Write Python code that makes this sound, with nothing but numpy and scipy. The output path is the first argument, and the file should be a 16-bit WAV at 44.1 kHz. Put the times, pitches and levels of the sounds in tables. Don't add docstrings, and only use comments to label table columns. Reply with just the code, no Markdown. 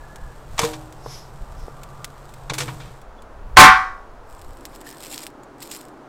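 import sys
import numpy as np
from scipy import signal
from scipy.fft import rfft, irfft, next_fast_len
from scipy.io import wavfile

SR = 44100
rng = np.random.default_rng(int(sys.argv[2]) if len(sys.argv) > 2 else 0)


def dump(signal):
    limited = np.clip(np.atleast_2d(signal).T, -1, 1)
    pcm = np.round(limited * 32767).astype(np.int16)
    wavfile.write(sys.argv[1], SR, pcm)


N = 268128

# frequency in Hz, relative density in dB.
AIR_SPECTRUM = [(40, -7.5), (110, -12.5), (270, -6), (400, -3), (550, -2), (900, -2), (1400, -7.5),
                (2200, -20), (3500, -26.5), (7000, -32), (16000, -45.5)]
WIND_SPECTRUM = [(15, 1), (33, 3.5), (60, -7), (100, -13.5), (250, -28.5), (600, -62)]
SIZZLE_SPECTRUM = [(1180, 4), (2000, -2), (3460, -1), (6360, -4.5), (8120, 0.5), (9330, -8), (15100, -10),
                   (16000, -32)]
GRIT_SPECTRUM = [(240, -24.5), (400, -1), (708, -8), (921, 0.5), (1930, -5), (2320, -0.5), (2800, -7),
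                 (3640, -3), (4580, -7), (7870, -6), (9320, -10), (16000, -17)]
SLAP_SPECTRUM = [(120, -31), (420, 5.5), (1200, 0.5), (1900, -24), (6000, -50)]
STEAM_SPECTRUM = [(1180, -33), (2000, -15), (2330, -15), (2640, -16), (3930, -13), (4610, -11), (5270, -3),
                  (8310, -23.5), (10000, -19.5), (11900, -19), (15000, -40)]
SQUELCH_SPECTRUM = [(820, -46.5), (1400, -9.5), (2130, -4.5), (3920, -3.5), (4300, -1.5), (4660, -6.5),
                    (5060, 0.5), (6330, -10.5), (6870, -3), (8000, 1.5), (10100, -10), (12400, -5.5),
                    (16000, -13.5)]
# peak time in seconds, level in dB, rise in seconds.
GUSTS = [(.26, -33, .07), (.57, -31, 0.12), (1.42, -33.5, 0.016), (1.63, -31.5, 0.21), (2.85, -42, .1),
         (3.61, -28, 0.21), (4.5, -39, 0.14)]
# peak time in seconds, sizzle in dB, flue drone in dB, settling in seconds.
FLARES = [(.65, -32.5, -40, 0.055), (2.63, -38.5, -35.5, 0.08)]
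# centre in seconds, pitch in Hz, level in dB, half length in seconds.
WHISTLES = [(.12, 1690, -54, 0.25), (1.85, 1182, -51, 0.35), (1.9, 1354, -55.5, 0.36),
            (3.19, 3450, -55, 0.011), (3.25, 244, -52.5, 0.12)]
# start in seconds, relative level in dB.
SNAPS = [(0.158, -33.5), (0.9242, -38), (1.8332, -32), (2.0443, -20.5), (2.2915, -41.5), (2.3384, -36.5),
         (3.0155, -42), (3.221, -43)]
# delay in seconds, relative level in dB.
ECHOES = [(.0011, -27.5), (.0026, -23.5), (.0043, -15), (.0071, -28.5)]
# start in seconds, relative level in dB, t60 in seconds, low-pass in Hz.
CRUNCHES = [(0.579, -21.5, 0.11, 6000), (0.591, -8.5, 0.043, 8700), (0.614, -25, 0.12, 14000),
            (0.63, -27.5, 0.24, 8000), (0.647, -28, 0.046, 14000), (0.732, -25, 0.063, 5750),
            (2.497, -16.5, 0.061, 5170), (2.534, -23.5, 0.099, 14000), (2.581, -19, 0.1, 12300),
            (2.603, -20.5, 0.11, 8000), (2.679, -23, 0.11, 2560), (2.798, -39.5, 0.43, 4370),
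            (3.564, -23, 0.15, 3500), (3.59, 3, 0.17, 15000), (3.642, -12, 0.078, 11900)]
# start in seconds, relative level in dB.
EDGE_HIT = (.5935, -0.99)
# start in seconds, thud in dB, pitch in Hz, t60 in seconds,
# slap in dB.
KNOCKS = [(0.5944, -15.5, 600, 0.012, -28), (0.605, -27, 458, 0.24, -30), (0.631, -16, 172, 0.043, -23),
          (.633, -17.5, 1050, 0.074, -25), (.64, -16, 466.6, 0.21, -23), (1.061, -28.5, 480, 0.057, -24.5),
          (1.072, -34.5, 135, 0.14, -55), (1.682, -30.5, 583, 0.0092, -29.5),
          (2.506, -23.5, 144, 0.081, -30), (2.52, -37.5, 312, 1.0, -25), (2.606, -27.5, 489, 0.18, -31),
          (2.684, -26, 970, 0.018, -28)]
# frequency in Hz, relative level in dB, t60 in seconds.
SHEET_MODES = [(135, -4.5, 0.21), (312, -11, 0.96), (455, -14, 0.32), (597, -19, 0.58), (753, -19.5, 0.85),
               (805, -23, 0.96), (953, -14.5, 0.57)]
# peak time in seconds, level in dB, rise in seconds.
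PUFFS = [(1.13, -41.5, 0.079), (1.61, -56, .06)]
# time in seconds, relative level in dB.
BONE_BLOWS = [(3.5698, -0.5), (3.591, -2), (3.608, -17.5), (3.644, -28.5)]
# frequency in Hz, relative level in dB,
# t60 in seconds.
CLANG_TONES = [(197.9, -8, 0.26), (755.4, 1, 0.44), (879.7, 4.5, 0.33), (1052.7, 8, 0.35),
               (1091.7, 1, 0.21), (1114, -0.5, 0.54), (1182, -3, 0.49), (1311.6, 3.5, 0.24),
               (1375, -8, .36), (1409, -9, 0.56), (1451, -1, 0.22), (1521, 2, 0.42), (1585, -3, 0.47),
               (1760, -6, 0.34), (1786, -1.5, 0.29), (1811, -4.5, .42), (1966, -2.5, 0.44),
               (2130, -1, 0.33), (2206, -6.5, .36), (2323, -6.5, 0.39), (2322, -9.5, 0.31),
               (2628, -9, 0.32), (2750, -10, 0.12), (2800, -23, 0.14), (3173, -8.5, 0.32),
               (3320, -11.5, 0.31), (3710, -15, 0.3), (4700, -19.5, 0.14), (4720, -26, 0.2)]
# frequency in Hz, relative density in dB, t60 in seconds.
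TRAY_WASH = [(40, -8, 0.5), (201, -9, 0.3), (480, -19, 0.36), (700, -7.5, 0.36), (1170, 4, 0.49),
             (1690, -1, 0.43), (2760, -8, 0.34), (5050, -18, 0.4), (8000, -36, 0.48), (16000, -47, .36)]
# peak time in seconds, relative level in dB, rise in seconds, fall in seconds.
SHOVES = [(4.762, -52, 0.032, 0.0078), (4.87, -44, 0.0084, 0.035), (5.061, -43.5, 0.036, 0.0083),
          (5.131, -34.5, 0.024, 0.025), (5.24, -39.5, 0.035, 0.0054), (5.622, -38.5, 0.0088, 0.026),
          (5.735, -38, 0.029, 0.049)]
# start in seconds, peak in dB.
SMACKS = [(4.6535, -18), (4.752, -32), (4.813, -27.5), (4.903, -22), (4.927, -25), (5.032, -25),
          (5.0672, -21.5), (5.179, -15), (5.267, -15.5), (5.435, -33.5), (5.621, -34), (5.715, -17.5)]
# centre in seconds, pitch in Hz, level in dB,
# half length in seconds.
SQUEAKS = [(4.89, 1760, -50.5, 0.068), (5.438, 6950, -55, 0.0066), (6.5, 4750, -49, 0.05),
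           (5.726, 6870, -46.5, 0.028)]


def from_db(db):
    return 10 ** (np.asarray(db) / 20)


def unit_rms(x):
    return x / np.sqrt(np.mean(x ** 2) + 1e-20)


def at_hz(table, hz, column=1):
    table = np.array(table)
    return np.interp(np.log(hz + 1e-9), np.log(table[:, 0]), table[:, column])


def coloured(x, spectrum):
    size = next_fast_len(len(x))
    hz = np.arange(size // 2 + 1) * SR / size
    shaped = rfft(x, size) * from_db(at_hz(spectrum, hz))
    return unit_rms(irfft(shaped, size)[:len(x)])


def white():
    return rng.standard_normal(N)


def grains(spread_db, per_s):
    sizes = from_db(spread_db * np.minimum(rng.exponential(1, N), 4))
    return unit_rms(sizes * white() * (rng.random(N) < per_s / SR))


def resonance(x, hz, width_hz):
    r = np.exp(-np.pi * width_hz / SR)
    poles = [1, -2 * r * np.cos(2 * np.pi * hz / SR), r * r]
    return signal.lfilter([(1 - r * r) / 2, 0, (r * r - 1) / 2], poles, x + 1e-18)


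def decay(t60_s):
    return np.exp(-np.log(1000) * np.arange(SR) / SR / t60_s)


def burst(t60_s, rise_s):
    return (1 - np.exp(-np.arange(SR) / SR / rise_s)) * decay(t60_s)


def fade_in(centre_s, fade_s):
    return (1 + np.tanh((np.arange(N) / SR - centre_s) / fade_s)) / 2


def surge(peak_s, rise_s, fall_s):
    t = np.arange(N) / SR - peak_s
    return np.exp(-np.minimum(np.maximum(-t / rise_s, t / fall_s), 20))


def swells(events, fall_s):
    out, t = np.zeros(N), np.arange(N) / SR
    for peak_s, db, rise_s in events:
        offset = 2 * (t - peak_s) / np.where(t < peak_s, rise_s, fall_s)
        out += from_db(db) / np.cosh(np.clip(offset, -20, 20))
    return out


def add(out, start_s, sound):
    i = round(start_s * SR)
    out[i:i + len(sound)] += sound[:N - i]


def one_second(x, start_s):
    return x[round(start_s * SR):][:SR]


def reflected(x, gain_db=-1.66):
    out = x.copy()
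    for delay_s, db in ECHOES:
        add(out, delay_s, from_db(db) * x)
    return from_db(gain_db) * out


def narrow_tones(events, source, width_hz):
    out, t = np.zeros(N), np.arange(N) / SR
    for centre_s, hz, db, half_s in events:
        tone = unit_rms(resonance(resonance(source, hz, width_hz), hz, 2 * width_hz))
        bell = np.exp(-np.minimum(((t - centre_s) / half_s) ** 2, 20))
        out += from_db(db) * tone * bell
    return out


def outdoors(air_db=-46, breeze_db=-44.5, lull_db=-56.5):
    air = from_db(air_db) * coloured(white(), AIR_SPECTRUM)
    whistles = narrow_tones(WHISTLES, white(), width_hz=67)
    breeze = from_db(lull_db) + from_db(breeze_db) * (1 - fade_in(4.77, fade_s=0.083))
    wind = np.hypot(breeze, swells(GUSTS, fall_s=0.034)) * coloured(white(), WIND_SPECTRUM)
    return air + whistles + wind


def stove(flue_db=-46.5, embers_db=-57.5, ticks_db=-68, rise_s=0.036, flue_slowness=1.46, end_s=3.007):
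    flue_gain, sizzle_gain = from_db(flue_db), from_db(embers_db)
    for peak_s, sizzle_db, drone_db, settle_s in FLARES:
        sizzle_gain += from_db(sizzle_db) * surge(peak_s, rise_s, settle_s)
        flue_gain += from_db(drone_db) * surge(peak_s, flue_slowness * rise_s, flue_slowness * settle_s)
    drone = flue_gain * unit_rms(resonance(resonance(white(), 134, 21), 71, 82))
    sizzle = sizzle_gain * coloured(grains(spread_db=2.5, per_s=5500), SIZZLE_SPECTRUM)
    ticks = from_db(ticks_db) * coloured(reflected(grains(spread_db=0.5, per_s=25)), SIZZLE_SPECTRUM)
    return (1 - fade_in(end_s, fade_s=0.054)) * (drone + sizzle + ticks)


def snaps(gain_db=-3, scatter_db=-20, highpass_hz=1500):
    out = np.zeros(N)
    highpass = signal.butter(2, highpass_hz, "high", fs=SR, output="sos")
    noise = signal.sosfilt(highpass, coloured(white(), GRIT_SPECTRUM))
    envelope = burst(t60_s=0.031, rise_s=0.0001) + from_db(scatter_db) * burst(0.047, rise_s=0.0011)
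    for start_s, db in SNAPS:
        add(out, start_s, from_db(db + gain_db) * one_second(noise, start_s) * envelope)
    return out


def crunches(gain_db=2):
    out = np.zeros(N)
    grit = coloured(grains(spread_db=1.5, per_s=11000), GRIT_SPECTRUM)
    for start_s, db, t60_s, lowpass_hz in CRUNCHES:
        lowpass = signal.butter(2, lowpass_hz, fs=SR, output="sos")
        shower = signal.sosfilt(lowpass, one_second(grit, start_s))
        add(out, start_s, from_db(db + gain_db) * shower * burst(t60_s, rise_s=0.0015))
    return out


def edge_crack(hz=3200, t60_s=0.00096):
    out, t = np.zeros(N), np.arange(SR) / SR
    start_s, db = EDGE_HIT
    add(out, start_s, from_db(db) * np.cos(2 * np.pi * hz * t) * decay(t60_s))
    return out


def knocks(reach_octaves=0.61, ring_db=-2):
    out, t = np.zeros(N), np.arange(SR) / SR
    noise = coloured(white(), SLAP_SPECTRUM)
    for start_s, thud_db, pitch_hz, t60_s, slap_db in KNOCKS:
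        thud = np.sin(2 * np.pi * pitch_hz * t) * burst(t60_s, rise_s=0.00018)
        for hz, mode_db, mode_t60_s in SHEET_MODES:
            share = 1 / (1 + (np.log2(hz / pitch_hz) / reach_octaves) ** 2)
            ring = np.sin(2 * np.pi * hz * t) * burst(mode_t60_s, rise_s=0.0048)
            thud += share * from_db(mode_db + ring_db) * ring
        slap = one_second(noise, start_s) * burst(t60_s=0.024, rise_s=0.00026)
        add(out, start_s, from_db(thud_db) * thud + from_db(slap_db) * slap)
    return out


def steam():
    return swells(PUFFS, fall_s=0.1) * coloured(white(), STEAM_SPECTRUM)


def tray_clang(wash_db=4):
    blows, wash, t = np.zeros(N), np.zeros(SR), np.arange(SR) / SR
    for start_s, db in BONE_BLOWS:
        add(blows, start_s, from_db([db]))
    spectrum = rfft(coloured(rng.standard_normal(SR), TRAY_WASH))
    bins_hz = np.arange(len(spectrum))
    edges_hz = np.geomspace(20, 20480, 21)
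    for low_hz, high_hz in zip(edges_hz, edges_hz[1:]):
        band = irfft(spectrum * ((bins_hz >= low_hz) & (bins_hz < high_hz)), SR)
        wash += band * decay(at_hz(TRAY_WASH, np.sqrt(low_hz * high_hz), column=2))
    out = from_db(wash_db) * signal.fftconvolve(blows, wash)[:N]
    first_s = BONE_BLOWS[0][0]
    energy = one_second(blows, first_s) ** 2
    for hz, db, t60_s in CLANG_TONES:
        retention = np.exp(-2 * np.log(1000) / (t60_s * SR))
        stored = signal.lfilter([1], [1, -retention], energy)
        tone = np.sin(2 * np.pi * (hz * t + rng.random()))
        add(out, first_s, from_db(db) * np.sqrt(stored) * tone)
    return out


def squelch(bubble_db=-3, crackle_db=-3.5, bubble_q=22):
    pops = grains(spread_db=1.2, per_s=1500)
    pitches_hz = np.geomspace(1700, 15000, 30)
    pitch_index = rng.integers(0, len(pitches_hz), N)
    ringing = sum(resonance(pops * (pitch_index == k), hz, hz / bubble_q)
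                  for k, hz in enumerate(pitches_hz))
    bubbles = from_db(bubble_db) * coloured(ringing, SQUELCH_SPECTRUM)
    crackle = from_db(crackle_db) * coloured(grains(spread_db=1.2, per_s=6000), SQUELCH_SPECTRUM)
    return bubbles + crackle


def meat(start_s=4.28, end_s=5.3, fade_s=0.027, creep_db=-60, tears_db=-55.5):
    creep = from_db(creep_db) * fade_in(start_s, fade_s) * (1 - fade_in(end_s, fade_s))
    shoves = sum(from_db(db) * surge(peak_s, rise_s, fall_s) for peak_s, db, rise_s, fall_s in SHOVES)
    slide = creep + shoves
    tears_per_s = 45 * (slide / from_db(creep_db)) ** 0.43
    sizes = rng.uniform(-1, 1, N) * np.sqrt(slide)
    tears = coloured(sizes * (rng.random(N) < tears_per_s / SR), SQUELCH_SPECTRUM)
    squeaks = narrow_tones(SQUEAKS, grains(spread_db=6, per_s=5400), width_hz=200)
    return slide * squelch() + from_db(tears_db) * tears + squeaks


def distant_drone(start_s=4.49, drone_db=-48, hum_hz=132, hum_relative_db=-10):
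    drone = unit_rms(resonance(resonance(white(), 293, 158), 295, 210))
    hum = unit_rms(resonance(resonance(white(), hum_hz, 24), hum_hz, 43))
    return from_db(drone_db) * fade_in(start_s, fade_s=0.1) * (drone + from_db(hum_relative_db) * hum)


def smacks(spatter_db=-24):
    out, noise = np.zeros(N), coloured(rng.standard_normal(N + SR), SQUELCH_SPECTRUM)
    envelope = burst(t60_s=0.0015, rise_s=0.0001) + from_db(spatter_db) * burst(0.046, rise_s=0.00064)
    for start_s, peak_db in SMACKS:
        tick = one_second(noise, start_s) * envelope
        add(out, start_s, from_db(peak_db) * tick / np.abs(tick).max())
    return out


def scene():
    background = outdoors() + distant_drone()
    fire = stove() + snaps() + steam()
    contacts = reflected(crunches() + edge_crack()) + knocks() + tray_clang()
    return (background + fire + contacts + meat() + smacks())[None]


def record(dry, ceiling=0.99, cutoff_hz=16200):
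    clipped = np.clip(dry, -ceiling, ceiling)
    return signal.sosfilt(signal.ellip(10, 0.1, 80, cutoff_hz, fs=SR, output="sos"), clipped)


dry = scene()
out = record(dry)
dump(out)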